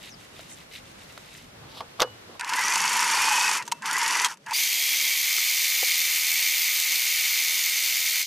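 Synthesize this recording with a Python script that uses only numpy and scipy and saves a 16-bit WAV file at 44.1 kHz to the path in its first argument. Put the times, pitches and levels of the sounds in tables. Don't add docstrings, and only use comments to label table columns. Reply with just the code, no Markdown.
import sys
import numpy as np
from scipy import signal
from scipy.fft import rfft, irfft, next_fast_len
from scipy.io import wavfile
from scipy.ndimage import uniform_filter1d, map_coordinates

SR = 44100
rng = np.random.default_rng(int(sys.argv[2]) if len(sys.argv) > 2 else 0)


def gain_from_db(level_db):
    decades = np.asarray(level_db, float) / 20
    return 10 ** decades


def materialize(psi):
    bounded = np.clip(np.atleast_2d(psi).T, -1, 1)
    quanta = np.round(bounded * 32767).astype(np.int16)
    wavfile.write(sys.argv[1], SR, quanta)


N = 364266
KNIFE_END_S = 1.46
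MACHINE_START_S = 2.4
FAST_START_S = 4.535
FAST_FACTOR = 2.332
TOP_HZ = 15020
FULL_EFFORT_DB = -28

# (pitch_hz, level_db)
RUMBLE_TONE = [(12, -31), (20, -9), (43, 0), (152, 5), (300, -2), (390, -6), (660, -120)]
HISS_TONE = [(120, -51), (200, -1.5), (572, 1.5), (933, -2), (1370, -2), (4050, -7.5), (7630, -14.5),
             (10000, -17), (13900, -16), (15200, -34)]
# (pitch_hz, likeness from -1 to 1)
LEFT_RIGHT_LIKENESS = [(60, 0.93), (180, 0.9), (550, -0.096), (1650, -0.097), (4970, -0.34), (15000, -0.69)]
# (time_s, level_db)
AIR_GAIN = [(0, 2), (.5, 1), (1.7, 2.5), (2.37, 3.5), (2.47, -11), (3.5, -14), (3.7, 1), (3.85, -4.5),
            (4.25, -18), (4.42, -7), (5.1, -9), (6, -7.5), (8.26, -10.5)]
# (time_s, pitch_hz, level_db)
FAR_ENGINE = [(1.46, 109.7, -68), (1.5, 113, -56), (1.7, 114, -65), (2.15, 115.7, -60), (2.39, 112, -71)]
# (time_s, pitch_hz, level_db)
CHIRP_PITCH = [(.09, 6730, -68), (.104, 6400, -54), (.116, 5950, -51), (.126, 5400, -52), (.142, 5000, -55),
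               (.156, 4800, -64)]

# (start_s, level_db,
# pitch_hz)
BED_TAPS = [(1.807, -27, 1160), (1.81, -28, 850), (1.9978, -15, 1200), (2.0465, -24, 500),
            (2.294, -44, 480), (2.298, -41, 334), (2.302, -48, 720), (1.808, -30, 2070),
            (5.383, -44, 407), (5.383, -26.5, 1340), (5.83, -27, 519), (5.83, -25.5, 760)]
# (peak_s, length_s, level_db)
PALM_SLIDES = [
    (1.64, 0.02, -50),
    (1.68, 0.019, -54),
    (1.78, 0.055, -49),
    (1.83, .012, -49),
    (1.995, .004, -34),
    (2.305, 0.02, -52),
    (2.325, 0.016, -57),
    (2.36, 0.016, -52),
]
# (peak_s, length_s, level_db)
LEATHER_RUSTLES = [
    (1.69, .008, -55),
    (1.725, 0.03, -51.5),
    (1.782, 0.03, -43.5),
    (1.99, 0.01, -55),
    (2.33, .06, -61),
]

# (peak_s, length_s, level_db)
KNIFE_STROKES = [(.04, 0.035, -47.5), (.085, 0.017, -49.5), (.226, 0.047, -56.5), (.398, 0.065, -53),
                 (.5, 0.032, -55.5), (.592, 0.045, -54.5), (.735, 0.026, -50), (.765, 0.028, -46.5),
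                 (.886, 0.056, -60), (1.014, 0.03, -53.5), (1.108, 0.047, -59), (1.18, 0.0018, -46),
                 (1.2, 0.062, -63), (1.35, 0.094, -52)]
# (start_s, level_db, pitch_hz)
FIBRE_SNAPS = [(0.0323, -38, 3260), (.074, -38, 3000), (0.3656, -42, 3520), (0.3935, -33, 3300),
               (.3935, -39, 650), (.394, -40, 1350), (0.4964, -42, 2900), (0.5867, -40, 3700),
               (0.615, -41, 2030), (0.8574, -44, 3550), (1.1773, -33, 4000), (1.1774, -34, 2200),
               (1.1772, -36, 1350), (1.177, -43, 620), (1.285, -44, 2000), (2.1394, -50, 2930)]
# (peak_s, length_s, level_db)
FIBRE_TEARS = [
    (.52, 0.033, -45.5),
    (1.35, .06, -61),
]

# (start_s, level_db, thud_db, decay_s)
LEVER_CONTACTS = [
    (1.806, -25.5, -2, 0.026),
    (1.9975, -17, -15, 0.03),
    (2.0027, -9.5, -9, 0.032),
    (2.0133, -14, 0, 0.033),
    (2.0193, -5, -9, 0.03),
    (2.0226, -11, -6, .03),
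    (2.0271, -14, -5, 0.035),
    (2.046, -43.5, 8, 0.04),
    (2.074, -48, 8, 0.022),
]
# (pitch_hz, level_db, decay_s)
LEVER_MODES = [(500, -1, 0.15), (457, -10, 0.19), (695, -14, 0.14), (1100, -6, 0.05)]
# (start_s, level_db, pitch_hz)
LEVER_SPRING = [
    (2.021, -40, 2930),
]
# (start_s, level_db, pitch_hz)
LEVER_STOP = [
    (2.0195, -8, 6260),
    (2.0035, -11.5, 3680),
]

# (peak_s, length_s, level_db)
TABLE_SHUDDERS = [
    (3.68, 0.15, -57),
    (4.4, .06, -63),
    (4.95, 0.38, -61),
    (2.31, .03, -54),
]
# (time_s, pitch_hz, level_db)
TABLE_NOTE = [(2.45, 195, -70), (2.8, 198, -62.5), (3.5, 197, -63.5), (3.75, 190, -61), (4.1, 190, -68.5),
              (4.5, 190.5, -66)]
# (peak_s, length_s, level_db)
MOTOR_GROWLS = [
    (2.42, 0.018, -33.5),
    (3.835, 0.013, -33),
    (4.485, 0.019, -36),
]
# (peak_s, length_s, level_db)
CASING_BOOMS = [
    (3.18, 0.0051, -27),
    (3.282, 0.0069, -29),
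    (3.32, 0.011, -23),
    (3.388, 0.0078, -24),
    (3.45, 0.0077, -35),
    (4.49, .02, -39),
]

# (time_s, commutator_hz, effort_db)
MOTOR_RUNS = [
    [(2.394, 700, -40.5), (2.47, 1047, -35), (2.55, 1560, -31), (2.64, 1898, -29.5), (2.8, 2159, -29),
     (3.18, 2406, -28), (3.33, 2530, -27.5), (3.45, 2570, -28), (3.555, 2420, -29), (3.625, 1880, -38.5),
     (3.65, 1800, -56)],
    [(3.65, 1204, -53), (3.812, 1213, -54), (3.82, 1003, -47), (3.86, 1150, -31.5), (3.94, 1600, -31),
     (4.02, 1802, -29.5), (4.13, 1960, -29), (4.262, 2047, -29.5), (4.28, 1600, -38.5), (4.32, 1300, -39.5),
     (4.39, 910, -65)],
    [(4.39, 593, -75), (4.457, 602, -71), (4.462, 663, -45), (4.5, 803, -37.5), (4.531, 940, -32.5),
     (4.536, 990, -60)],
]
# (time_s, commutator_hz, effort_db)
MOTOR_FAST = [(4.532, 2190, -38), (4.542, 2290, -30.5), (4.61, 3230, -26), (4.66, 3226, -29.5),
              (4.85, 3300, -28), (5.21, 3214, -28.5), (5.3, 3567, -28), (6.1, 3589, -27.5),
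              (8.215, 3682, -29), (8.26, 3670, -46)]
# (pitch_hz, width_hz, lift_db)
COVER_NOTES = [(1280, 81, -4), (1600, 380, 5.5), (1960, 110, 6.5), (2220, 260, -3), (2550, 160, 8.5),
               (3300, 130, 8.5), (6000, 850, 16.5)]
# (time_s, pitch_hz, level_db)
COVER_HOWL = [(2.53, 1797, -52), (2.575, 1960, -39), (2.605, 2050, -37), (2.645, 1900, -37),
              (2.69, 2040, -46), (2.72, 2050, -55)]
# (time_s, pitch_hz, level_db)
START_SWEEP = [(4.534, 4550, -36), (4.562, 4900, -35), (4.58, 5600, -39), (4.6, 6000, -37),
               (4.63, 6250, -43)]
# (multiple of the belt's turning, level_db)
BELT_LINES = [(.267, -14), (.485, -19), (1.13, -6.5), (1.215, -8), (.82, -11)]
# (time_s, pitch_hz, level_db)
BELT_NOTE = [(4.56, 1037, -65), (5.2, 1077, -66), (5.29, 1223, -61), (6.05, 1258, -60.5), (7, 1254, -62),
             (7.75, 1288, -59.5), (8.22, 1280, -60)]
HUM_NOTE = [(4.6, 710, -66), (8.22, 688, -68.5)]

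# (time_s, turns)
SHAFT_RUNS = [
    [(2.396, 0), (2.445, .5), (2.536, 1.52), (2.56, 1.85), (2.591, 2.52), (2.611, 2.85), (2.682, 4.52),
     (2.804, 7.52), (3.03, 13.52), (3.312, 21.52), (3.553, 28.52), (3.64, 30.2)],
    [(3.82, 31.3), (3.858, 31.8), (3.912, 32.52), (3.93, 32.85), (3.967, 33.52), (4.064, 35.52),
     (4.199, 38.52), (4.247, 39.52), (4.35, 41)],
    [(4.46, 41.5), (4.54, 42.7), (4.6, 44.7), (5.25, 68.8), (5.4025, 75), (6.124, 105), (7.09, 145),
     (7.567, 165), (8.27, 194.8)],
]
# (start_s, level_db, thud_db, decay_s, pitch_hz)
MECHANISM_KNOCKS = [(2.396, -20, -4, 0.028, 2600), (2.4104, -15, -9, 0.01, 2650),
                    (2.446, -18.5, -20, 0.014, 2600), (2.4923, -21.5, 3, 0.044, 2580),
                    (2.5355, -11.5, -22, 0.018, 2550), (2.592, -14, -20, 0.019, 2020),
                    (2.757, -9, -21, 0.031, 2700), (3.624, -25, -27, 0.031, 2780),
                    (3.6531, -34, -16, 0.034, 6090), (3.678, -23, 1, 0.034, 6200),
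                    (3.665, -33, -20, .015, 7500), (3.716, -22, -25, 0.046, 2630),
                    (3.7205, -8.5, 0, 0.022, 6500), (3.822, -28.5, -1, 0.042, 2640),
                    (3.857, -19, -14, 0.048, 6270), (4.246, -7, -26, 0.048, 3260),
                    (4.259, -16, -22, 0.057, 3190), (4.372, -41, -6, 0.033, 6120),
                    (4.4423, -49, -25, 0.03, 2000), (4.4631, -31, -11, 0.038, 2800),
                    (4.5098, -20, 0, 0.018, 2540), (4.517, -31, 15.5, 0.017, 2000),
                    (4.525, -32, 16, .015, 2000)]
# (start_s, level_db)
NEEDLE_TICKS = [(2.6379, -17.5), (2.6823, -14), (2.724, -15.5), (2.8043, -13.5), (2.8404, -20),
                (2.8784, -13.5), (2.9197, -19), (2.9554, -19), (2.9935, -13.5), (3.029, -14), (3.0654, -28),
                (3.1007, -15.5), (3.1364, -17), (3.1726, -14), (3.2084, -21), (3.243, -15), (3.277, -20),
                (3.3109, -19), (3.3434, -25), (3.3784, -24), (3.4118, -14), (3.4471, -19), (3.4794, -15),
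                (3.5143, -14), (3.5525, -25), (3.8796, -26), (3.9122, -15.5), (3.9672, -14),
                (4.0162, -17.5), (4.0631, -15.5), (4.109, -15), (4.1543, -14), (4.1989, -14.5),
                (4.2854, -28)]
SHUTTLE_TICKS = [(2.5596, -21), (2.6113, -22), (2.6614, -23), (2.7044, -20), (2.7382, -23), (2.776, -22),
                 (2.816, -20), (2.8539, -21), (2.8928, -22), (2.9314, -23), (2.968, -17), (3.0044, -17),
                 (3.0404, -26), (3.0769, -26), (3.1124, -26), (3.1484, -24), (3.1834, -34), (3.2186, -26),
                 (3.253, -25), (3.2874, -28), (3.3224, -23), (3.3554, -21), (3.3907, -22), (3.4234, -24),
                 (3.4574, -25), (3.4904, -20), (3.5255, -24), (3.5733, -21), (3.93, -16.5), (3.9823, -17.5),
                 (4.03, -21), (4.078, -16), (4.1225, -23), (4.1684, -24), (4.218, -19)]
# (pitch_hz, level_db, decay_s)
NEEDLE_MODES = [(4650, -10, 0.017), (5400, -12.5, 0.012), (5940, -12, 0.013), (9320, -18, 0.008)]
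SHUTTLE_MODES = [(7070, -11, 0.04), (8570, -12.5, 0.014), (10020, -14, 0.019), (11550, -16, 0.014)]

# (pitch_hz, level_db)
SLOW_TONE = [(180, -26), (300, -10), (507, -11), (682, -11), (932, 8.5), (1150, 5.5), (1920, 5.5),
             (2260, 5), (2580, 3.5), (3950, -18), (4580, -12), (6160, -10), (11500, -20), (15200, -36)]
FAST_TONE = [(88, -78), (150, -39.5), (301, -30), (331, -39), (443, -32), (690, -25), (854, -21.5),
             (1230, -19), (1330, -22.5), (2200, 0), (2520, -3.5), (6250, -3.5), (9750, -14), (14100, -8),
             (15200, -8)]
# (pitch_hz, width_hz, lift_db)
CASING_NOTES = [(190, 800, 4), (898, 37, 5.5), (935, 270, 2), (988, 29, 6.5), (1518, 32, 3.5),
                (1950, 480, 3), (2645, 68, 6), (2940, 97, 4), (3690, 44, 6), (4420, 140, 3.5),
                (6080, 200, 2)]
# (pitch_hz, width_hz, lift_db)
SLOW_PANELS = [(1160, 85, -2), (5000, 300, -0.5), (5400, 150, 2), (7950, 200, 0), (9320, 150, 4),
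               (9750, 200, -4), (10060, 150, 3), (10850, 300, 0), (11500, 250, 1.5), (12330, 250, -7),
               (12620, 150, 3), (13900, 250, -3), (14500, 200, 6)]
FAST_PANELS = [(1703, 86, -1.5), (2550, 115, 0), (3450, 150, -3.5), (3610, 150, 2), (3910, 210, -2.5),
               (4290, 200, 1), (4560, 140, -3), (5100, 150, 0.5), (5370, 250, -2.5), (7830, 170, 0),
               (7960, 150, 1.5), (9440, 350, 3.5), (10520, 200, 4), (14100, 200, 4)]
# (place in turns, level_db, decay_s)
SLOW_CONTACTS = [(.02, 7, .035), (.25, -3, .012), (.53, 4, .012), (.845, 9.5, .06)]
FAST_CONTACTS = [(.18, 5.5, 0.023), (.35, 2.6, 0.012), (.46, 10, 0.053), (.85, 6, .03), (.97, 11.2, 0.039)]
# (top edge at true speed_hz, level over full effort_db, growth with effort, bite of the contacts)
SLOW_LAYERS = [(1300, -1.5, 1.08, 0.0026), (3300, -0.5, 1.27, 0), (6500, -0.5, 2.18, 0.16),
               (20000, -4, 2.3, 0.49)]
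FAST_LAYERS = [(1300, -2.5, 0.8, 0.22), (3300, 0, 0.44, 0.41), (20000, 1.57, 0.85, 0.59)]
# (peak_s, length_s, level_db)
LOOSE_HOOK = [
    (2.497, 0.0051, -35),
    (3.565, 0.027, -41),
    (3.638, .012, -56),
    (3.667, 0.0088, -49),
    (3.77, .05, -59.5),
    (3.84, 0.017, -56),
    (4.31, 0.028, -40.5),
    (4.43, .04, -66),
    (4.485, 0.022, -61),
]


def unit(x):
    return x / np.sqrt(np.mean(x ** 2) + 1e-20)


def along(points, hz):
    f, v = np.transpose(points)
    return np.interp(np.log(hz + 1), np.log(f + 1), v)


def curves(rows, off=None):
    s, *columns = np.transpose(rows)
    return [np.interp(np.arange(N) / SR, s, column, off, off) for column in columns]


def wobble(rate):
    points = rng.standard_normal(int(N * rate / SR) + 4)
    return map_coordinates(points, [np.arange(N) * rate / SR])


def filtered(x, response):
    m = next_fast_len(N + 8192)
    return irfft(rfft(x, m) * response(np.fft.rfftfreq(m, 1 / SR)), m)[..., :N]


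def band(hz, lo_hz, hi_hz):
    return 1 / np.sqrt((1 + (lo_hz / (hz + 1)) ** 16) * (1 + (hz / hi_hz) ** 16))


def peaks(hz, modes):
    return 1 + sum((gain_from_db(db) - 1) / (1 + ((hz - c) * 2 / width) ** 2) for c, width, db in modes)


def pair(x, response):
    def mix(hz):
        angle = np.arccos(np.clip(along(LEFT_RIGHT_LIKENESS, hz), -1, 1)) / 2
        return response(hz) * [np.cos(angle), np.sin(angle)]
    mid, side = filtered(x, mix)
    return unit(np.array([mid + side, mid - side]))


def add(track, s, sound):
    part = track[round(s * SR):][:len(sound)]
    part += sound[:len(part)]


def strokes(rows):
    t = np.arange(N) / SR
    return sum(gain_from_db(db) * np.exp(-((t - s) / np.where(t < s, 0.92 * length, length)) ** 2)
               for s, length, db in rows)


def tone(rows, multiple=1, blur_hz=12, flutter_db=2.5, pace=250):
    hz = curves(rows)[0]
    db = curves(rows, off=-150)[1]
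    phase = 2 * np.pi * np.cumsum(multiple * hz + blur_hz * wobble(pace)) / SR
    return gain_from_db(db + 7.0 + flutter_db * wobble(pace / 4)) * np.sin(phase)


def ticks(rows, cycles, grit):
    out, t = np.zeros(N), np.arange(SR // 3) / SR
    for s, db, hz in rows:
        note = np.sin(2 * np.pi * hz * t) + grit * rng.standard_normal(len(t))
        add(out, s, gain_from_db(db - 60 * t * hz / cycles) * note)
    return out


def air():
    gain_db, = curves(AIR_GAIN)
    wind_filter_db = -11.5 * (np.arange(N) > 2.7 * SR)
    rumble_db = -59 + 0.69 * gain_db + wind_filter_db + 2.2 * wobble(4) + 2 * wobble(11)
    hiss_db = -51.5 + gain_db + 0.81 * wobble(4.94)
    rumble = pair(rng.standard_normal((2, N)), lambda f: gain_from_db(along(RUMBLE_TONE, f)))
    hiss = pair(rng.standard_normal((2, N)), lambda f: gain_from_db(along(HISS_TONE, f)))
    return gain_from_db(rumble_db) * rumble + gain_from_db(hiss_db) * hiss


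def far_engine():
    return tone(FAR_ENGINE, blur_hz=12, flutter_db=3.5, pace=40)


def bird():
    return tone(CHIRP_PITCH, blur_hz=260, flutter_db=3, pace=700) * gain_from_db([[2.5], [-2.5]])


def hands():
    taps = filtered(ticks(BED_TAPS, cycles=19.3, grit=.02), lambda f: band(f, 340, 3000))
    skin = gain_from_db(2.3 * wobble(90)) * rng.standard_normal(N)
    slide = unit(filtered(skin, lambda f: band(f, 420, 1230)))
    leather = gain_from_db(1.3 * wobble(200)) * rng.standard_normal(N)
    rustle = unit(filtered(leather, lambda f: band(f, 2800, 4700) + 0.11 * band(f, 1300, 14000)))
    return taps + slide * strokes(PALM_SLIDES) + rustle * strokes(LEATHER_RUSTLES)


def leather_grain():
    return gain_from_db(2.5 * wobble(300) + 0.43 * wobble(38.3)) * rng.standard_normal((2, N))


def knife():
    def body_tone(f):
        notes = sum(0.74 / (1 + ((f - hz) / 170) ** 2) for hz in (2050, 2750, 3750))
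        return band(f, 1800, 4600) * (1 + notes)
    resting = gain_from_db(-74) * (np.arange(N) < KNIFE_END_S * SR)
    scrape = strokes(KNIFE_STROKES) + resting
    body = pair(leather_grain(), body_tone)
    fizz = pair(leather_grain(), lambda f: band(f, 5100, 18000) * 5000 / (f + 1))
    drag = scrape * body + gain_from_db(-56) * (scrape / gain_from_db(-53.5)) ** 0.58 * fizz
    drag = 0.45 * drag + 1.42 * drag.mean(0)
    tears = strokes(FIBRE_TEARS) * pair(leather_grain(), lambda f: band(f, 6200, 9300))
    snaps = ticks(FIBRE_SNAPS, cycles=17.0, grit=0.44)
    return drag + tears + filtered(snaps, lambda f: band(f, 450, 5500) + 0.12)


def lever():
    crack, thump, ring = np.zeros(N), np.zeros(N), np.zeros(N)
    t = np.arange(SR // 3) / SR
    for s, db, thud_db, t60 in LEVER_CONTACTS:
        add(crack, s, gain_from_db(db - 6.5 - 60 * t / t60) * rng.standard_normal(len(t)))
        add(thump, s, gain_from_db(db + thud_db + 9 - 60 * t / 0.063) * rng.standard_normal(len(t)))
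        for hz, level, life in LEVER_MODES:
            mode_db = db + thud_db - 13.5 + level + rng.normal(0, 1.5)
            add(ring, s, gain_from_db(mode_db - 60 * t / life) * np.sin(2 * np.pi * hz * t))
    bright = filtered(crack, lambda f: 1.66 * band(f, 1900, 5500) + 0.19 * band(f, 7300, 20000))
    hollow = filtered(thump, lambda f: band(f, 430, 1460))
    stop = ticks(LEVER_STOP, cycles=36.0, grit=0.27)
    return ring + bright + hollow + stop + ticks(LEVER_SPRING, cycles=1170, grit=0)


def table():
    shudder = unit(filtered(rng.standard_normal(N), lambda f: band(f, 240, 620)))
    return shudder * strokes(TABLE_SHUDDERS) + tone(TABLE_NOTE, blur_hz=36.3, flutter_db=2.5, pace=99)


def motor_growl():
    rough = gain_from_db(3.4 * wobble(120)) * rng.standard_normal(N)
    return unit(filtered(rough, lambda f: band(f, 1670, 1660))) * strokes(MOTOR_GROWLS)


def casing_drum():
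    drum = np.sin(2 * np.pi * np.cumsum(890 + 25 * wobble(60)) / SR)
    return unit(drum) * strokes(CASING_BOOMS)


def shaft_positions():
    return np.transpose(sum(SHAFT_RUNS, []))


def shaft():
    return uniform_filter1d(np.interp(np.arange(N) / SR, *shaft_positions()), size=1500)


def effort(runs, over_db, growth):
    loudest = np.max([curves(rows, off=-200)[1] for rows in runs], axis=0)
    return FULL_EFFORT_DB + over_db + growth * (loudest - FULL_EFFORT_DB)


def motor_whine():
    load = gain_from_db(4 * np.cos(2 * np.pi * (shaft() - .42)))
    slow = load * sum(tone(rows, blur_hz=35, flutter_db=1.8, pace=250) for rows in MOTOR_RUNS)
    fan = load * sum(tone(rows, 1.2, blur_hz=40, flutter_db=3) for rows in MOTOR_RUNS)
    slow += gain_from_db(4) * filtered(fan, lambda f: band(f, 1750, 2180))
    third = sum(tone(rows, 3, blur_hz=90, flutter_db=4, pace=400) for rows in MOTOR_RUNS)
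    slow += gain_from_db(effort(MOTOR_RUNS, -10 - FULL_EFFORT_DB, growth=2.5)) * third
    fast = tone(MOTOR_FAST, blur_hz=22, flutter_db=1.5, pace=60)
    return filtered(gain_from_db(-16.5) * slow + gain_from_db(-21.5) * fast, lambda f: peaks(f, COVER_NOTES))


def brushes_and_fan():
    brushes = gain_from_db(-14) * tone(MOTOR_FAST, 3.92, blur_hz=260, pace=660)
    fan = gain_from_db(-20.5) * tone(MOTOR_FAST, 1.175, blur_hz=91.4, flutter_db=2.5, pace=220)
    howl = tone(COVER_HOWL, blur_hz=45, flutter_db=2.5, pace=300)
    return brushes + fan + howl + tone(START_SWEEP, blur_hz=150.0, pace=500)


def belt():
    lines = sum(gain_from_db(db) * tone(MOTOR_FAST, k * .346, blur_hz=10.98, flutter_db=4.0, pace=30)
                for k, db in BELT_LINES)
    own_note = tone(BELT_NOTE, blur_hz=9, flutter_db=1.2, pace=20)
    hum = tone(HUM_NOTE, blur_hz=3, flutter_db=1.2, pace=40)
    return gain_from_db(-33.5) * filtered(lines, lambda f: peaks(f, COVER_NOTES)) + own_note + hum


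def knocks():
    crack, body, t = np.zeros(N), np.zeros(N), np.arange(SR // 4) / SR
    for s, db, thud_db, t60, hz in MECHANISM_KNOCKS:
        add(crack, s, gain_from_db(db - 9.5 - 60 * t / t60) * rng.standard_normal(len(t)))
        thud = gain_from_db(db + thud_db - 4.5 - 60 * (t / 0.023) ** 1.55) + gain_from_db(db + thud_db - 30 - 60 * t / 0.2)
        add(body, s, thud * np.sin(2 * np.pi * 950 * t) * (1 - np.exp(-t / 0.0025)))
        add(body, s, gain_from_db(db - 10.0 - 60 * t / t60) * np.sin(2 * np.pi * hz * t))
        add(body, s, gain_from_db(db - 38 - 60 * t / 0.26) * np.sin(2 * np.pi * 2660 * t))
    return body + filtered(crack, lambda f: 1.95 * band(f, 900, 8300) + 0.31 * band(f, 9900, 20000))


def steel_ticks(rows, modes, over_db, crack, lo_hz, hi_hz):
    out, t = np.zeros(N), np.arange(SR // 30) / SR
    for s, db in rows:
        for hz, level, t60 in modes:
            mode_db = db + over_db + level + 1.5 * rng.standard_normal()
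            pitch = hz * (1 + rng.standard_normal() / 60)
            add(out, s, gain_from_db(mode_db - 60 * t / t60) * np.sin(2 * np.pi * pitch * t))
        add(out, s, crack * gain_from_db(db + over_db - 60 * t / 0.0067) * rng.standard_normal(len(t)))
    return filtered(out, lambda f: band(f, lo_hz, hi_hz) + 0.16)


def needle():
    return steel_ticks(NEEDLE_TICKS, NEEDLE_MODES, 2.7, crack=0.6, lo_hz=2600, hi_hz=9000)


def shuttle():
    rebounds = [(s + 0.0073, db - 5) for s, db in SHUTTLE_TICKS]
    return steel_ticks(SHUTTLE_TICKS + rebounds, SHUTTLE_MODES, 1.4, crack=0.47, lo_hz=4500, hi_hz=12600)


def clatter(contacts, speed, scatter_turns, attack_s):
    s, turns = shaft_positions()
    whole, t, power = np.arange(int(turns[-1])), np.arange(1500) / SR, np.zeros(N)
    for place, db, t60 in contacts:
        when = np.interp(whole + place + rng.normal(0, scatter_turns, len(whole)), turns, s)
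        strength = gain_from_db(2 * (db + rng.normal(0, 1.3, len(whole))))
        blows = np.bincount((when * SR).astype(int), strength, N + SR)[:N]
        shape = gain_from_db(-120 * t * speed / t60) * (1 - np.exp(-t * speed / attack_s))
        power += signal.fftconvolve(blows, shape)[:N]
    return np.abs(power)


def stitching(runs, layers, spectrum, contacts, speed, beat, scatter_turns, attack_s, panels, loose=0):
    def colour(f):
        edge = 1.27 + 0.5 * band(f, 790 * speed, 30000 * speed)
        panel_db = sum(db / (1 + ((f - c) * 2 / width) ** 2) for c, width, db in panels)
        return gain_from_db(along(spectrum, f)) * peaks(f / speed, CASING_NOTES) * edge * gain_from_db(panel_db)
    hits, turns = clatter(contacts, speed, scatter_turns, attack_s), shaft()
    beats, beat_place, beat_db, once_place, once_db = beat
    throb_db = beat_db * np.cos(2 * np.pi * beats * (turns - beat_place))
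    throb_db += once_db * np.cos(2 * np.pi * (turns - once_place)) + 0.65 * wobble(40)
    teeth = gain_from_db(1.6 * np.cos(16 * np.pi * turns))
    drives = [gain_from_db(throb_db), gain_from_db(0.75 * wobble(60)), teeth, teeth]
    edges_hz = np.array([20] + [row[0] for row in layers]) * speed
    out = np.zeros(N)
    for k, (drive, (_, db, growth, bite)) in enumerate(zip(drives, layers)):
        noise = drive * np.sqrt(1 + bite * hits) * rng.standard_normal(N)
        layer = unit(filtered(noise, lambda f: colour(f) * band(f, edges_hz[k], edges_hz[k + 1])))
        rattle = (k > 1) * loose * gain_from_db(db)
        out += layer * (gain_from_db(effort(runs, db, growth)) + rattle)
    return out


def slow_stitching():
    return stitching(MOTOR_RUNS, SLOW_LAYERS, SLOW_TONE, SLOW_CONTACTS, 1, beat=(3, .1, 2, .66, 2.2),
                     scatter_turns=.0013, attack_s=0.00072, panels=SLOW_PANELS, loose=strokes(LOOSE_HOOK))


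def fast_stitching():
    return stitching([MOTOR_FAST], FAST_LAYERS, FAST_TONE, FAST_CONTACTS, FAST_FACTOR,
                     beat=(2, .24, 1.8, .3, .6), scatter_turns=0.03, attack_s=0.0021, panels=FAST_PANELS)


def spread(x):
    def side_tone(f):
        return 0.48 * band(f, 9100, 20000) * (f / 10000) ** 1.6 + 0.15 * band(f, 3900, 7000)
    return x + np.outer([1, -1], filtered(x * wobble(900), side_tone))


def scene():
    background = air() + far_engine() + bird()
    mechanism = filtered(needle() + shuttle() + knocks(), lambda f: band(f, 600, 21000))
    true_speed = (slow_stitching() + mechanism + lever()) * (np.arange(N) < FAST_START_S * SR)
    drive = motor_growl() + motor_whine() + brushes_and_fan() + belt()
    shaking = table() + casing_drum()
    return background + hands() + knife() + shaking + drive + spread(true_speed) + fast_stitching()


def drop_faint_treble(x):
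    hz, t, z = signal.stft(x, SR, nperseg=1024)
    patches = rng.random((len(hz) // 10 + 1, len(t) // 4 + 1))
    luck = np.kron(patches, np.ones((10, 4)))[:len(hz), :len(t)]
    power = uniform_filter1d(np.abs(z[0]) ** 2, size=10, axis=0)
    calm = power < 2 * uniform_filter1d(power, size=21, axis=1)
    odds = .6 * np.clip((hz - 8000) / (TOP_HZ - 8000), 0, 1) ** 3
    allowed = (t < 4.5) & ((t < MACHINE_START_S) | (hz[:, None] > 12800))
    silent = calm & (luck < odds[:, None]) & allowed
    return signal.istft(z * ~silent, SR, nperseg=1024)[1][:, :N]


def band_limit(x):
    return signal.sosfilt(signal.butter(12, 16330, fs=SR, output="sos"), x)


def record(dry):
    def top_limit(hz):
        below = np.clip((TOP_HZ - hz) / 110, .05, 1)
        return np.where(hz < TOP_HZ, below, gain_from_db(-23 - (hz - TOP_HZ) / 9) + gain_from_db(-78))
    mid, side = dry.mean(0), (dry[0] - dry[1]) / 2
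    loud = np.sqrt(np.abs(uniform_filter1d(mid ** 2, size=2000))) > gain_from_db(-33)
    loud &= np.arange(N) > MACHINE_START_S * SR
    side = side - loud * filtered(side, lambda f: (f > 700) & (f < 7600))
    side = side * (np.arange(N) < FAST_START_S * SR)
    both = filtered(mid + np.outer([1, -1], side), top_limit)
    finished = drop_faint_treble(both)
    return band_limit(finished)


dry = scene()
out = record(dry)
materialize(out)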